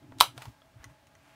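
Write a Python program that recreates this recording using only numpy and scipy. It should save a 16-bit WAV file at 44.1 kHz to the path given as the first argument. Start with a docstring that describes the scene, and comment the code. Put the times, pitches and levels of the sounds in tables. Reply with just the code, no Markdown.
"""A small room, the microphone close to a notebook: a small steel binder clip skids and snaps shut on its cover.
The steel jaws and the board ring as decaying sines with a crack of noise; the wire handles buzz and tick.
Taps add short notes and noise, the cover bumps on the table in low swings, and hands and pages rustle
as shaped noise and grains. Room air and a faint, wavering hum lie under it all."""
import sys
import numpy as np
from scipy import signal
from scipy.fft import rfft, irfft
from scipy.io import wavfile

SR = 44100
rng = np.random.default_rng(int(sys.argv[2]) if len(sys.argv) > 2 else 0)


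def unload_wav(signal):
    """Save mono or channel-first audio to the path in sys.argv[1] as 16-bit WAV at rate SR, clipped to [-1, 1]."""
    wavfile.write(
        sys.argv[1],
        SR,
        np.round(np.clip(np.atleast_2d(signal).T, -1, 1) * 32767).astype(np.int16),
    )


N = 59535
TOP_HZ = 15700  # upper limit of the room tail and of the microphone

# jaws closing on the cover: (time [s], level [dB])
SNAP_EVENTS = [(0.2090, 1.5)]
# colour of hard contact noise: (frequency [Hz], density [dB per Hz])
CONTACT_COLOUR = [(40, -10.5), (200, -11.5), (450, -10), (1000, 4.5), (2000, -1), (3800, 1.5), (6000, -3.5),
                  (12000, -2.5), (16000, -9.5)]


def undb(db):
    """Decibels to gain."""
    return 10 ** (np.asarray(db) / 20)


def unit(x):
    """Scale to rms 1."""
    return x / np.sqrt(np.mean(x ** 2))


def age(start):
    """Seconds since start, zero before it."""
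    return np.maximum(np.arange(N) / SR - start, 0)


def fade(t, t60):
    """Sudden onset, then exponential decay by 60 dB in t60 seconds."""
    return (t > 0) * np.exp(-np.log(1000) * t / t60)


def curve(rows):
    """Gain along (time [s], level [dB]) points."""
    return undb(np.interp(age(0), *np.array(rows).T))


def colour(x, points, tilt_db=0):
    """Shape a sound by (Hz, dB) points and a tilt per octave; rms 1."""
    octave = np.log2(np.fft.rfftfreq(N, 1 / SR) + 1)  # 1 Hz added to avoid log of zero
    hz, db = np.array(points).T
    knots = np.log2(hz)
    gain = undb(np.interp(octave, knots, db + tilt_db * knots))
    return unit(irfft(rfft(x) * gain, N))


def noise(points, tilt_db=0):
    """Coloured noise of rms 1."""
    return colour(rng.standard_normal(N), points, tilt_db)


def grains(per_s):
    """Tiny impacts at random times, of random sign and uneven size."""
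    spread_db = 1.5
    hits = rng.random(N) < per_s / SR
    sign = rng.choice([-1, 1], N)
    return hits * sign * undb(spread_db * rng.standard_normal(N))


def ring(t, modes, tilt_db=0):
    """Sum of decaying sines, tilted per octave about their middle."""
    middle = np.mean([np.log2(mode[0]) for mode in modes])
    out = 0
    for hz, db, t60 in modes:
        level = undb(db + tilt_db * (np.log2(hz) - middle))
        out = out + level * fade(t, t60) * np.sin(2 * np.pi * hz * t)
    return out


def thin(x, hz):
    """Roll off the bass below hz."""
    return signal.sosfilt(signal.butter(2, hz, "high", fs=SR, output="sos"), x)


def snap():
    """The jaws skid, then slam shut: steel rings at once and the board follows."""
    # jaws skidding on the edge just before they close: (time [s], level [dB])
    skids = [(0.1859, -44), (0.1971, -42.5), (0.2010, -36), (0.2036, -14.5), (0.2068, -26.5)]
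    # ring of a skid: (frequency [Hz], level [dB], t60 [s])
    skid_modes = [(3560, -5, 0.0094), (3900, -4.5, 0.0083), (7133, -5.5, 0.0042), (8750, -2, 0.004)]
    # scraping noise of a skid: (frequency [Hz], density [dB per Hz])
    scrape_colour = [(300, -21.5), (1000, -9), (2000, -7.5), (3700, -0.5), (5500, -5), (8000, -2.5),
                     (10500, -13.5), (16000, -19.5)]
    # steel jaws and the board that they hit: (frequency [Hz], level [dB], t60 [s])
    jaw_modes = [(2490, -18, 0.029), (3216, -13, 0.017), (3601, -5, 0.0084), (3932, -2.5, .012),
                 (4530, -17.5, .012), (5950, -11.5, 0.0099), (9370, -17.5, 0.0058), (9740, -18, .009),
                 (12120, -18.5, 0.015), (13530, -17, .008)]
    board_modes = [(1004, -10.5, 0.03), (1095, 5, 0.0097), (1282, -8, 0.019)]
    scrape_db, scrape_t60_s, skid_low_hz = -2.5, 0.013, 1800
    crack_db, crack_t60_s, snap_low_hz = -6, 0.011, 600
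    board_rise_s = 0.0008

    out = np.zeros(N)
    for start, db in skids:
        t = age(start)
        scrape = undb(scrape_db) * fade(t, scrape_t60_s) * noise(scrape_colour)
        out += undb(db) * (thin(ring(t, skid_modes), skid_low_hz) + scrape)
    for start, db in SNAP_EVENTS:
        t = age(start)
        board = ring(t, board_modes) * (1 - np.exp(-t / board_rise_s))
        crack = undb(crack_db) * fade(t, crack_t60_s) * noise(CONTACT_COLOUR)
        out += undb(db) * (thin(ring(t, jaw_modes) + board, snap_low_hz) + crack)
    return out


def buzz():
    """The jolted handles rattle briefly against the jaws, a dense run of fading grains."""
    # colour of the rattle: (frequency [Hz], density [dB per Hz])
    rattle_colour = [(500, -17.5), (1000, -3.5), (2000, 1), (3000, 0), (4000, -3.5), (5200, 3), (7000, -2),
                     (12000, -3.5), (16000, -6)]
    below_snap_db, t60_s, impacts_per_s = -27.5, 0.11, 4100
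    out = np.zeros(N)
    for start, db in SNAP_EVENTS:
        rattle = colour(grains(impacts_per_s), rattle_colour)
        out += undb(db + below_snap_db) * fade(age(start), t60_s) * rattle
    return out


def taps():
    """Clip and fingertips knock drily on the paper-covered board, whose note depends on the spot."""
    # taps on the cover: (time [s], level [dB], treble tilt [dB per octave],
    # board note [Hz], note level relative to the tap [dB], noise t60 [s])
    knocks = [(0.1212, -47.5, -10.5, 956, -5, 0.032), (0.3780, -38.5, 0.5, 1390, -8.5, 0.018),
              (0.3802, -45.5, -2, 678, 5.5, 0.032), (0.4070, -52.5, -3, 900, 4.5, 0.026),
              (0.4165, -52.5, -3, 1920, 2, 0.031), (0.4202, -39, -2, 700, -6, 0.035),
              (0.4551, -38.5, -1.5, 930, -3, 0.01)]
    # paper-covered board under a light tap: (frequency [Hz], level [dB], t60 [s])
    board_modes = [(1400, -11.5, 0.028), (1980, -10.5, .015), (3000, -12, 0.0062), (3440, -11.5, 0.013)]
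    # colour of the knock noise: (frequency [Hz], density [dB per Hz])
    knock_colour = [(200, -26), (450, -18.5), (700, -7), (1100, 2), (2200, 1), (3500, -0.5), (5000, -9.5),
                    (9000, -8), (16000, -20.5)]
    note_t60_s = 0.035
    out = np.zeros(N)
    for start, db, tilt, note_hz, note_db, t60 in knocks:
        t = age(start)
        note = ring(t, [(note_hz, note_db, note_t60_s)])
        knock = fade(t, t60) * noise(knock_colour, tilt)
        out += undb(db) * (note + ring(t, board_modes, tilt) + knock)
    return out


def handles():
    """Light contacts ring the wire handles, which chatter briefly in their hinges."""
    # a handle settling softly in its hinge: (time [s], level [dB])
    pings = [(0.029, -57.5), (0.6190, -50)]
    # ring of the settling handle: (frequency [Hz], level [dB], t60 [s])
    ping_modes = [(620, -8.5, .03), (1320, -5, 0.028), (1680, -10.5, 0.033), (3370, -5.5, .022),
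                  (3230, -9, .02)]
    # handles ticking: (time [s], level [dB], treble tilt [dB per octave], ring relative to the tick [dB])
    ticks = [(0.8423, -38, 0.5, 1.5), (1.0701, -52.5, -1.5, -11), (1.1520, -52, -2.5, 0)]
    # ring of the wire: (frequency [Hz], level [dB], t60 [s])
    wire_modes = [(1114, -14.5, 0.053), (1983, -6.5, 0.039), (2829, -26, .015), (3160, -9, 0.02),
                  (4213, -14, 0.018), (5850, -13, 0.015), (6030, -12, 0.018), (6300, -10.5, 0.011)]
    # wire chattering in its hinge: (frequency [Hz], density [dB per Hz])
    chatter_colour = [(500, -16), (1900, 3), (3200, 0), (5000, -18), (5800, -5), (6700, 5), (7500, -25),
                      (9000, 1.5), (11000, -30), (16000, -25)]
    chatter_db, chatter_t60_s, contact_t60_s = -8.5, 0.043, 0.0025

    out = np.zeros(N)
    for start, db in pings:
        out += undb(db) * ring(age(start), ping_modes)
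    for start, db, tilt, ring_db in ticks:
        t = age(start)
        wire = undb(ring_db) * ring(t, wire_modes, tilt)
        chatter = undb(chatter_db) * fade(t, chatter_t60_s) * noise(chatter_colour, tilt)
        contact = fade(t, contact_t60_s) * noise(CONTACT_COLOUR, tilt)
        out += undb(db) * (wire + chatter + contact)
    return out


def bumps():
    """Soft pushes on the table set the cover swinging briefly, with faint hollow overtones."""
    # cover on the table: (time [s], level before doubling [dB], swing frequency [Hz], t60 [s])
    pushes = [(0.083, -45.5, 117.2, 0.13), (0.15, -44, 122, 0.098), (0.206, -35.5, 52, 0.066),
              (0.207, -42, 150, .08), (0.269, -44.5, 122.5, 0.13), (0.360, -46.5, 125.6, 0.24),
              (0.4653, -33.5, 114, 0.086), (0.466, -42, 65.1, 0.097), (0.755, -39, 112, 0.086),
              (0.793, -40, 69.1, 0.066), (0.851, -41.5, 115, 0.1), (0.863, -54, 66.4, 0.19),
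              (0.903, -51, 133.4, 0.16), (1.165, -53.5, 100, 0.087)]
    # overtones of the cover: (frequency [Hz], level relative to the swing [dB], t60 [s])
    overtones = [(290, -17, 0.065), (350, -19, 0.05)]
    rise_s = 0.012
    out = np.zeros(N)
    for start, db, hz, t60 in pushes:
        t = age(start)
        onset = 1 - np.exp(-(t / rise_s) ** 2)
        out += 2 * undb(db) * onset * ring(t, [(hz, 0, t60), *overtones])
    return out


def handling():
    """Skin drags dully over the pad as smooth noise; paper fibres catch in tiny grains."""
    # levels of the four movements: (time [s], level [dB])
    drag_level = [(0, -68.5), (.03, -54), (.07, -55), (.12, -58.5), (.2, -50.5), (.3, -66.5), (.37, -51),
                  (.41, -78), (.48, -49), (.52, -76), (.74, -70), (.82, -67.5), (.9, -67), (.98, -78),
                  (1.35, -72.5)]  # hand dragging over the pad
    rustle_level = [(0, -96), (.12, -76), (.17, -78.5), (.2, -46), (.33, -80), (.37, -58.5), (.41, -57.5),
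                    (.43, -53.5), (.47, -57.5), (.51, -66), (.6, -79), (.75, -82)]
    grip_level = [(.72, -87), (.78, -70), (.835, -57.5), (.87, -71), (.905, -62.5), (.96, -77), (1.05, -83)]  # fingers shifting their grip on the cover
    page_level = [(1.0, -84.5), (1.18, -75), (1.25, -65), (1.3, -63.5), (1.35, -66)]  # the page lifting through the air
    # their colours: (frequency [Hz], density [dB per Hz])
    drag_colour = [(30, -17), (70, -8), (130, 3), (200, -8.5), (285, 5.5), (350, -1), (450, -20),
                   (1000, -25.5), (3000, -52)]
    paper_colour = [(200, -14.5), (500, -8), (900, 5), (1800, -4), (3500, -6.5), (6000, -10), (10000, -14),
                    (16000, -17.5)]
    grip_colour = [(300, -13.5), (800, 0), (1200, -0.5), (1650, 1.5), (2300, -3.5), (4000, -16.5),
                   (9000, -21), (16000, -27)]
    page_colour = [(300, -19), (900, -0.5), (1500, 0.5), (2500, 0.5), (4000, -11.5), (8000, -15),
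                   (16000, -24)]
    grains_per_s = 3900

    out = curve(drag_level) * noise(drag_colour)
    rubs = [(rustle_level, paper_colour), (grip_level, grip_colour), (page_level, page_colour)]
    for level, tone in rubs:
        out += curve(level) * colour(grains(grains_per_s), tone)
    return out


def room(x):
    """Reflections from the table and a near wall, and a short diffuse tail of decaying noise bands."""
    # tail: (low edge [Hz], level before band filtering [dB], t60 [s]); each band ends where the next begins
    bands = [(100, -11.5, 0.16), (750, -16, 0.11), (1200.4, -11, 0.15), (1700, -13.5, 0.18),
             (3050, -19, .18), (4130, -16.5, .18), (10500, -17.5, .15)]
    # table and near wall: (delay [s], level [dB])
    reflections = [(0.0109, -22), (0.014, -24)]
    tail_delay_s, tail_rise_s = 0.0013, 0.004

    t = age(tail_delay_s)
    response = np.zeros(N)
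    edges = [row[0] for row in bands] + [TOP_HZ]
    for (low, db, t60), high in zip(bands, edges[1:]):
        shape = fade(t, t60) * (1 - np.exp(-t / tail_rise_s))
        band_filter = signal.butter(3, [low, high], "band", fs=SR, output="sos")
        band = signal.sosfilt(band_filter, rng.standard_normal(N))
        response += undb(db) * band * shape / np.sqrt(np.sum(shape ** 2))
    for delay, db in reflections:
        response[int(delay * SR)] += undb(db)
    return x + signal.fftconvolve(x, response)[:N]


def background():
    """Room air as coloured noise, and a hum of narrow noise bands that waver."""
    # hum: (frequency [Hz], level [dB])
    hum_lines = [(130, -79.5), (286, -79.5), (565, -79.5), (620, -76.5), (657, -73.5), (845, -71.5),
                 (1620, -79.5)]
    # room air: (frequency [Hz], density [dB per Hz])
    air_colour = [(20, -18.5), (35, -10.5), (65, -0.5), (120, 2), (180, -3), (300, -8.5), (450, -13),
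                  (650, -5.5), (1000, -9.5), (1700, -12.5), (3000, -16), (6000, -22.5), (12000, -28.5),
                  (16000, -30)]
    air_db, half_width_hz = -64.5, 5.9
    f = np.fft.rfftfreq(N, 1 / SR)
    hum = np.zeros(N)
    for hz, db in hum_lines:
        peak = 1 / (1 + ((f - hz) / half_width_hz) ** 2)
        hum += undb(db) * unit(irfft(rfft(rng.standard_normal(N)) * peak, N))
    return hum + undb(air_db) * noise(air_colour)


def scene():
    """Clip, notebook and hands in the room; cover bumps and background bypass the reflections."""
    close_sounds = snap() + buzz() + taps() + handles() + handling()
    return (room(close_sounds) + bumps() + background())[None]


def record(dry):
    """The snap overloads the microphone, which bends peaks softly; the top is cut steeply."""
    top_cut = signal.ellip(10, .2, 70, TOP_HZ, fs=SR, output="sos")
    return signal.sosfilt(top_cut, np.tanh(dry))


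dry = scene()
out = record(dry)
unload_wav(out)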